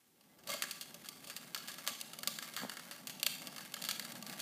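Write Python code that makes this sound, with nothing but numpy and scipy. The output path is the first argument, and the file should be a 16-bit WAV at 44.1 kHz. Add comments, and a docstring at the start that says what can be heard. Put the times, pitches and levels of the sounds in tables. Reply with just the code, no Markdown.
"""A small tricycle with hollow plastic wheels rolls down a wet concrete drive, some way from the microphone.
Shaped noise as outdoor air swells first; faint clacks and a thin squeak follow, then hard clacks, a drag and a squeak.
Rolling adds grit (random grains) and rumble (noise bands); clacks strike ringing plastic modes throughout.
Midway a rim drags again and a shoe sets down (damped modes); jolts swell the rumble; grit is strongest at the end.
A door slap and a scattered tail follow each contact; faint microphone hiss is steady."""
import sys
import numpy as np
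from scipy import signal
from scipy.fft import rfft, irfft
from scipy.io import wavfile

SR = 44100
rng = np.random.default_rng(int(sys.argv[2]) if len(sys.argv) > 2 else 0)


def wrap_up_sound(samples):
    """Save the sound to the file named by the first command line argument, as 16-bit audio."""
    columns = np.atleast_2d(samples).T
    # keep every value between -1 and 1, then stretch to whole-number steps
    tamed = np.clip(columns, -1, 1)
    steps = np.round(tamed * 32767).astype(np.int16)
    wavfile.write(sys.argv[1], SR, steps)


N = 194853
T = np.arange(N) / SR

# outdoor air spectrum: freq_hz, relative_density_db
AIR_SPECTRUM = [(18, -64), (30, -2), (174, 1.5), (394, 4.5), (540, -4), (702, -46), (4190, -17),
                (9710, -33), (14800, -10), (16000, -41)]
# air swells, then sinks: time_s, gain_db
AIR_FADE = [(0, -21), (.15, -14.5), (.3, -11.5), (.45, -4.5), (4.42, -10)]
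# wheel cavities shaken by the slab: center_hz, width_hz, relative_level_db
RUMBLE_BANDS = [(179, 73, 3.5), (234, 54, 3.5), (321, 66, -6.5), (643, 315, 0), (829, 166, -3)]
# rolling: time_s, grit_drive_db, rumble_level_db
ROLLING = [(0, -80, -80), (.44, -70, -66.5), (.48, -61, -59.5), (.7, -57.5, -65), (1.2, -62, -64),
           (1.85, -57.5, -62.5), (2.34, -63.5, -59.5), (2.47, -52, -62.5), (2.66, -58.5, -62.5),
           (3.0, -59, -59.5), (3.38, -57.5, -57), (3.64, -57, -58.5), (3.8, -58.5, -60), (3.88, -55, -57),
           (4.2, -57, -56), (4.42, -49, -57)]
# rough patch, rumble swells: center_s, swell_db
JOLTS = [(1.91, 9), (2.636, 15.5), (3.83, 6), (3.96, 1.5), (4.148, 5.5), (4.32, 5)]
# shoe set down on concrete: start_s, drive_db
SHOE_THUDS = [(2.62, -32), (2.634, -19.5), (2.649, -21.5)]
# axle squeaks: start_s, hold_s, pitch_hz (before the glide), level_db
SQUEAKS = [(0.299, 0.047, 2020, -74.5), (0.503, 0.043, 2126, -46.5)]
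# plastic modes, three tables: freq_hz, relative_level_db, t60_s
CAVITY_MODES = [(568.7, -4.5, 0.072), (652, -0.5, 0.021), (1163.6, -6, 0.093)]
FRAME_MODES = [(1301, -6, 0.012), (1643, -8, 0.031), (1838, -4.5, 0.0084), (2193, -15.5, 0.033)]
SHELL_MODES = [(2756, -2.5, 0.014), (3245, 0.5, 0.0055), (4240, -5, 0.013), (4354, 0.5, 0.012),
               (4632, 1.5, 0.0086), (6170, -2.5, 0.006), (6890, -6, 0.014), (7300, -9.5, 0.017),
               (8800, 5.5, 0.0023)]
# grit drive of each part re grit_drive_db: cavity_db, frame_db, shell_db, edge_db
GRIT_PARTS_DB = [-1, -3.5, -42, -8.5]
# rim drags sideways: start_s, hold_s, drive_db, cavity_db re drive, frame_db re drive
DRAGS = [(0.488, 0.07, -48.5, 10.5, -2.5), (2.575, 0.029, -49, -9, 5)]
# hard contacts: start_s, drive_db, cavity_db re drive, frame_db re drive, rattle_decay_ms
CLACKS = [(0.2092, -59, 2, -10, 5.3), (0.387, -54.5, 0, 3.5, 15), (.436, -51.5, -8, 0, 8.4),
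          (0.4729, -25, -9, -9, 4.3), (0.5014, -20.5, -16, -12, 6.4), (0.5171, -20.5, -17, -3, 11),
          (0.538, -21, -12, -3, 3.1), (.622, -9.5, -33, -2, 7.1), (0.6372, -23, -4, 5.5, 9.3),
          (0.7106, -18, -27, -18, 7.3), (.8111, -21.5, -8, -35, 14), (.943, -32, -0.5, -56, 3.9),
          (1.045, -41, -8, -3, 5.1), (1.058, -33, 1, -1.5, 16), (1.0871, -22.5, -5.5, -20, 4.5),
          (1.2421, -36, 0, -11, 12), (1.272, -30, 0, -18, 19), (1.2988, -23.5, -3.5, 0, 19),
          (1.3645, -21, -7, -7.5, 8.6), (1.5466, -15, -26, -3, 4.6), (1.561, -32, 4, 8.5, 2.2),
          (1.576, -27.5, -2, -15, 9.7), (1.6762, -31, -13, -10, 7.3), (1.6833, -21.5, -0.5, 0.5, 22),
          (1.7165, -30.5, -19, -1, 5.8), (1.741, -35, -10, -8, 1.8), (1.783, -27.5, -1, 1, 18),
          (1.866, -25.5, -13, 2, 4.5), (1.8754, -9, -1, -5, 21), (2.002, -32, -18, -27, 8.5),
          (2.0121, -20, -10, -53, 2.9), (2.1333, -28.5, -2.5, -1, 7.4), (2.1882, -25.5, -2, -34, 3.7),
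          (2.2323, -20.5, -7, -0.5, 5.4), (2.2742, -7, 0, -15, 5.7), (2.3871, -21, -24, 1.5, 2.3),
          (2.4251, -24, -9, -0.5, 26), (2.5378, -31, 0, -18, 8.3), (2.5648, -17.5, -14, -4, 2.6),
          (2.6959, -21.5, -30, 2.5, 4.5), (2.7174, -30.5, -41, 4.5, 13), (2.7695, -29, -11, 6.5, 2.7),
          (2.7947, -32.5, -2, 5.5, 5.2), (2.9115, -24.5, 0, 0, 21), (3.0711, -20, -6.5, -10, 7.3),
          (3.0966, -23, -7, -5, 12), (3.1975, -30, -3, -32, 3.9), (3.23, -7, -10, -16, 4.3),
          (3.2643, -8, -3.5, -23, 7.7), (3.2665, -8, -13, -11, 1.5), (3.4187, -32, -6, -3, 6.1),
          (3.4263, -66, -41.5, -11, 5.9), (3.471, -24.5, 0, -15, 3.8), (3.5619, -28.5, -5, 0, 6.6),
          (3.5811, -28.5, -15, 2.5, 9), (3.6072, -32, -10, 2.5, 7.4), (3.6592, -40, -14, 1, 5),
          (3.7204, -40, -10, -13, 2), (3.7406, -18.5, -4.5, -4.5, 2.8), (3.7657, -33.5, -12, 5.5, 4.8),
          (3.817, -34, -7, -19, 3.2), (3.8222, -22.5, -11, -38, 1.8), (3.84, -23, -14, -4, 1.7),
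          (3.8495, -18.5, -11, -5.5, 15), (3.888, -12, -5.5, -4, 15), (3.911, -13, -21, -10, 5.6),
          (3.9961, -18.5, -15, 0.5, 2.7), (4.0236, -39, -3, 4, 5), (4.049, -24.5, -32, -3, 3.8),
          (4.12, -29.5, -20, -4, 3.9), (4.1537, -31.5, -20, -1, 16), (4.225, -28, 3, -19, 3),
          (4.2652, -28.5, -1, -9, 3.4), (4.2969, -26.5, -2, -1.5, 2.4), (4.3269, -29.5, -9, 2.5, 8.5),
          (4.3938, -33, -6, -10, 4.5), (4.4011, -22, -10, -26, 7.7)]

AIR_DB = -62.5   # rms before the fade
JOLT_S = 0.03   # swell half width, to 1/e of its dB
SQUEAK_EDGE_DB_PER_S, SQUEAK_GLIDE_HZ_PER_S = 1400, 770
DRAG_RISE_DB_PER_S, DRAG_FALL_DB_PER_S = 900, 356
CLACK_SHELL_DB, CLACK_EDGE_DB = -6.5, -8   # re clack drive
EDGE_PER_FRAME_DB = -0.05   # a clack on the frame is duller
RATTLE_DB, RATTLE_PER_DRIVE_DB, MEAN_DRIVE_DB = 2.14, -.4, -20   # hard clacks rattle less
CRACK_DB, CRACK_LOW_HZ = -10, 2420   # bare spike of first contact, re drive
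SLAP_S, SLAP_DB, SLAP_SMEAR_S = .0168, -17, .002
TAIL_START_S, TAIL_RISE_S, TAIL_T60_S, TAIL_DB = .018, .014, .5, -8
ECHO_CLUMP_DB, ECHO_CLUMP_HZ = 2.5, 120   # scattered sound returns in uneven clumps
ECHO_LOW_HZ, ECHO_TOP_HZ = 950, 13300   # leaves and walls scatter little bass
MOVE_S = .1   # echo pattern renews as the tricycle moves on
HISS_DB, HISS_LOW_HZ = -72.5, 885   # microphone noise, rms before its high-pass
MIC_LOW_HZ, MIC_TOP_HZ, CUTOFF_HZ = 97, 15050, 16450


def from_db(db):
    """dB to gain."""
    return 10 ** (np.asarray(db) / 20)


def rms_one(x):
    """Scale to rms 1."""
    return x / np.sqrt(np.mean(x ** 2) + 1e-20)


def in_time(rows):
    """Interpolate each column of a curve to one value a sample."""
    time_s, *columns = np.transpose(rows)
    return [np.interp(T, time_s, column) for column in columns]


def passed(x, hz, kind, order=2):
    """Butterworth filter."""
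    return signal.sosfilt(signal.butter(order, hz, kind, fs=SR, output="sos"), x)


def drift(rate_hz):
    """Low-passed noise, rms 1; the first second is dropped to settle the filter."""
    return rms_one(passed(rng.standard_normal(N + SR), rate_hz, "low")[SR:])


def stroke(start_s, hold_s, rise_db_per_s, fall_db_per_s):
    """Gain in dB: straight rise up to the start, hold, straight fall."""
    rise_db = -rise_db_per_s * np.maximum(start_s - T, 0)
    fall_db = -fall_db_per_s * np.maximum(T - start_s - hold_s, 0)
    return rise_db + fall_db


def ring(force, modes):
    """Force drives a bank of two-pole decaying modes, signs alternating."""
    out = 0
    for k, (freq_hz, level_db, t60_s) in enumerate(modes):
        radius = from_db(-60 / (t60_s * SR))
        angle = 2 * np.pi * freq_hz / SR
        numerator = [0, from_db(level_db) * np.sin(angle)]
        denominator = [1, -2 * radius * np.cos(angle), radius * radius]
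        out = out + (-1) ** k * signal.lfilter(numerator, denominator, force + 1e-18)
    return out


def plastic(cavity, frame, shell, face, edge):
    """Five parts of a contact: cavity, frame and shell ring, the struck face cracks, its edge ticks."""
    knock = from_db(-30.0) * ring(cavity, CAVITY_MODES)
    knock = knock + from_db(-15.5) * ring(frame, FRAME_MODES)
    knock = knock + from_db(-13.5) * ring(shell, SHELL_MODES)
    crack = from_db(3.5) * passed(face, [2200, 6000], "band", order=3)
    tick = from_db(8) * passed(edge, 6430, "high")
    return knock + crack + tick


def air():
    """Smooth outdoor hiss: noise shaped in the spectrum, dB straight over log frequency."""
    freq_hz = np.maximum(np.fft.rfftfreq(N, 1 / SR), 1)
    point_hz, point_db = np.transpose(AIR_SPECTRUM)
    shape = from_db(np.interp(np.log(freq_hz), np.log(point_hz), point_db))
    return from_db(AIR_DB) * rms_one(irfft(rfft(rng.standard_normal(N)) * shape, N))


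def rumble(level_db):
    """The rough slab shakes the wheels' air cavities: noise bands with slow level drift."""
    out = 0
    for center_hz, width_hz, band_db in RUMBLE_BANDS:
        band_hz = [center_hz - width_hz / 2, center_hz + width_hz / 2]
        shake = passed(rng.standard_normal(N), band_hz, "band")
        out = out + from_db(band_db) * rms_one(shake)
    return from_db(level_db + 1.05 * drift(3.3)) * rms_one(out)


def thuds():
    """A shoe sets down: a click drives a low resonance and two heavily damped ones."""
    force = np.zeros(N)
    for start_s, drive_db in SHOE_THUDS:
        force[round(start_s * SR)] = from_db(drive_db)
    return ring(force, [(238, -21.5, 0.11), (610, -7.0, 0.0084), (970, -5, 0.002)])


def squeak():
    """Axle squeaks: thin sines of unsteady level that glide up a little."""
    out = 0
    for start_s, hold_s, pitch_hz, level_db in SQUEAKS:
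        glide_hz = pitch_hz + SQUEAK_GLIDE_HZ_PER_S * np.clip(T - start_s, 0, hold_s)
        edge_db = stroke(start_s, hold_s, SQUEAK_EDGE_DB_PER_S, SQUEAK_EDGE_DB_PER_S)
        out = out + from_db(level_db + edge_db) * np.sin(2 * np.pi * np.cumsum(glide_hz) / SR)
    return from_db(2.5 * drift(60)) * out


def grit(drive_db, cavity_db, frame_db, shell_db, edge_db, per_s, spread_db):
    """Grains of concrete crunch under the rims in clumps and excite the plastic."""
    born = rng.random(N) < per_s * from_db(5.0 * drift(30)) / SR
    size = from_db(spread_db * np.minimum(rng.exponential(1, N), 4))
    grains = born * size * rng.choice([-1, 1], N)
    grains = from_db(drive_db) * rms_one(grains)
    return plastic(*(from_db(db) * grains for db in (cavity_db, frame_db, shell_db, 0, edge_db)))


def clacks():
    """Each clack is one hard contact, then a short spiky rattle, different in each plastic part."""
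    span = np.arange(1500)
    force, crack = np.zeros((5, N + 1500)), np.zeros(N)
    chance = rng.standard_normal((len(CLACKS), 6, 1500))
    for (start_s, drive_db, cavity_db, frame_db, decay_ms), draw in zip(CLACKS, chance):
        dying = np.exp(-span / (max(decay_ms, .3) * SR / 1000))
        # the sixth draw makes the rattle spiky
        rattle = draw[:5] * from_db(5.0 * draw[5]) * dying
        rattle_db = RATTLE_DB + RATTLE_PER_DRIVE_DB * (drive_db - MEAN_DRIVE_DB)
        rattle *= from_db(rattle_db) / np.linalg.norm(rattle, axis=1, keepdims=True)
        rattle[:, 0] = 1   # first contact
        edge_db = CLACK_EDGE_DB + EDGE_PER_FRAME_DB * (frame_db + 10)
        parts_db = np.array([cavity_db, frame_db, CLACK_SHELL_DB, 0, edge_db])
        at = round(start_s * SR)
        crack[at] = from_db(drive_db + CRACK_DB)
        force[:, at:at + 1500] += from_db(drive_db + parts_db)[:, None] * rattle
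    return plastic(*force[:, :N]) + passed(crack, CRACK_LOW_HZ, "high")


def outdoors(x):
    """Direct sound, smeared slap from the garage door, then a late-swelling tail off house front and trees."""
    t = T[:SR // 2]
    late = np.maximum(t - TAIL_START_S, 0)
    tail = (1 - np.exp(-late / TAIL_RISE_S)) * from_db(-60 * late / TAIL_T60_S)
    slap = (t >= SLAP_S) * np.exp(-np.abs(t - SLAP_S) / SLAP_SMEAR_S)
    shape = from_db(TAIL_DB) * tail / np.linalg.norm(tail)
    shape = shape + from_db(SLAP_DB) * slap / np.linalg.norm(slap)
    step, echoes = round(MOVE_S * SR), np.zeros(N + SR)
    for at in range(0, N, step):
        clump_noise = rms_one(passed(rng.standard_normal(len(t)), ECHO_CLUMP_HZ, "low"))
        response = shape * from_db(ECHO_CLUMP_DB * clump_noise) * rng.standard_normal(len(t))
        echo = signal.fftconvolve(x[at:at + step], response)
        echoes[at:at + len(echo)] += echo
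    echoes = passed(echoes[:N], ECHO_TOP_HZ, "low", order=1)
    return x + passed(echoes, ECHO_LOW_HZ, "high", order=1)


def scene():
    """Echoing tricycle contacts, plus dry rumble and fading air."""
    grit_db, rumble_db = in_time(ROLLING)
    wheels = clacks() + thuds() + squeak()
    wheels += grit(grit_db, *GRIT_PARTS_DB, per_s=900, spread_db=3.5)
    for start_s, hold_s, drive_db, cavity_db, frame_db in DRAGS:
        drag_db = drive_db + stroke(start_s, hold_s, DRAG_RISE_DB_PER_S, DRAG_FALL_DB_PER_S)
        wheels += grit(drag_db, cavity_db, frame_db, shell_db=-4.0, edge_db=-5.5, per_s=1400, spread_db=-4.0)
    swell_db = sum(db * np.exp(-((T - center_s) / JOLT_S) ** 2) for center_s, db in JOLTS)
    background = from_db(in_time(AIR_FADE)[0]) * air()
    return (outdoors(wheels) + rumble(rumble_db + swell_db) + background)[None]


def record(dry):
    """A small microphone adds hiss and lacks deep bass; two low-passes cut the top."""
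    hiss = from_db(HISS_DB) * passed(rng.standard_normal(N), HISS_LOW_HZ, "high", order=1)
    x = passed(dry + hiss, MIC_LOW_HZ, "high")
    x = passed(x, MIC_TOP_HZ, "low", order=30)
    return signal.sosfilt(signal.cheby2(12, 60, CUTOFF_HZ, fs=SR, output="sos"), x)


dry = scene()
out = record(dry)
wrap_up_sound(out)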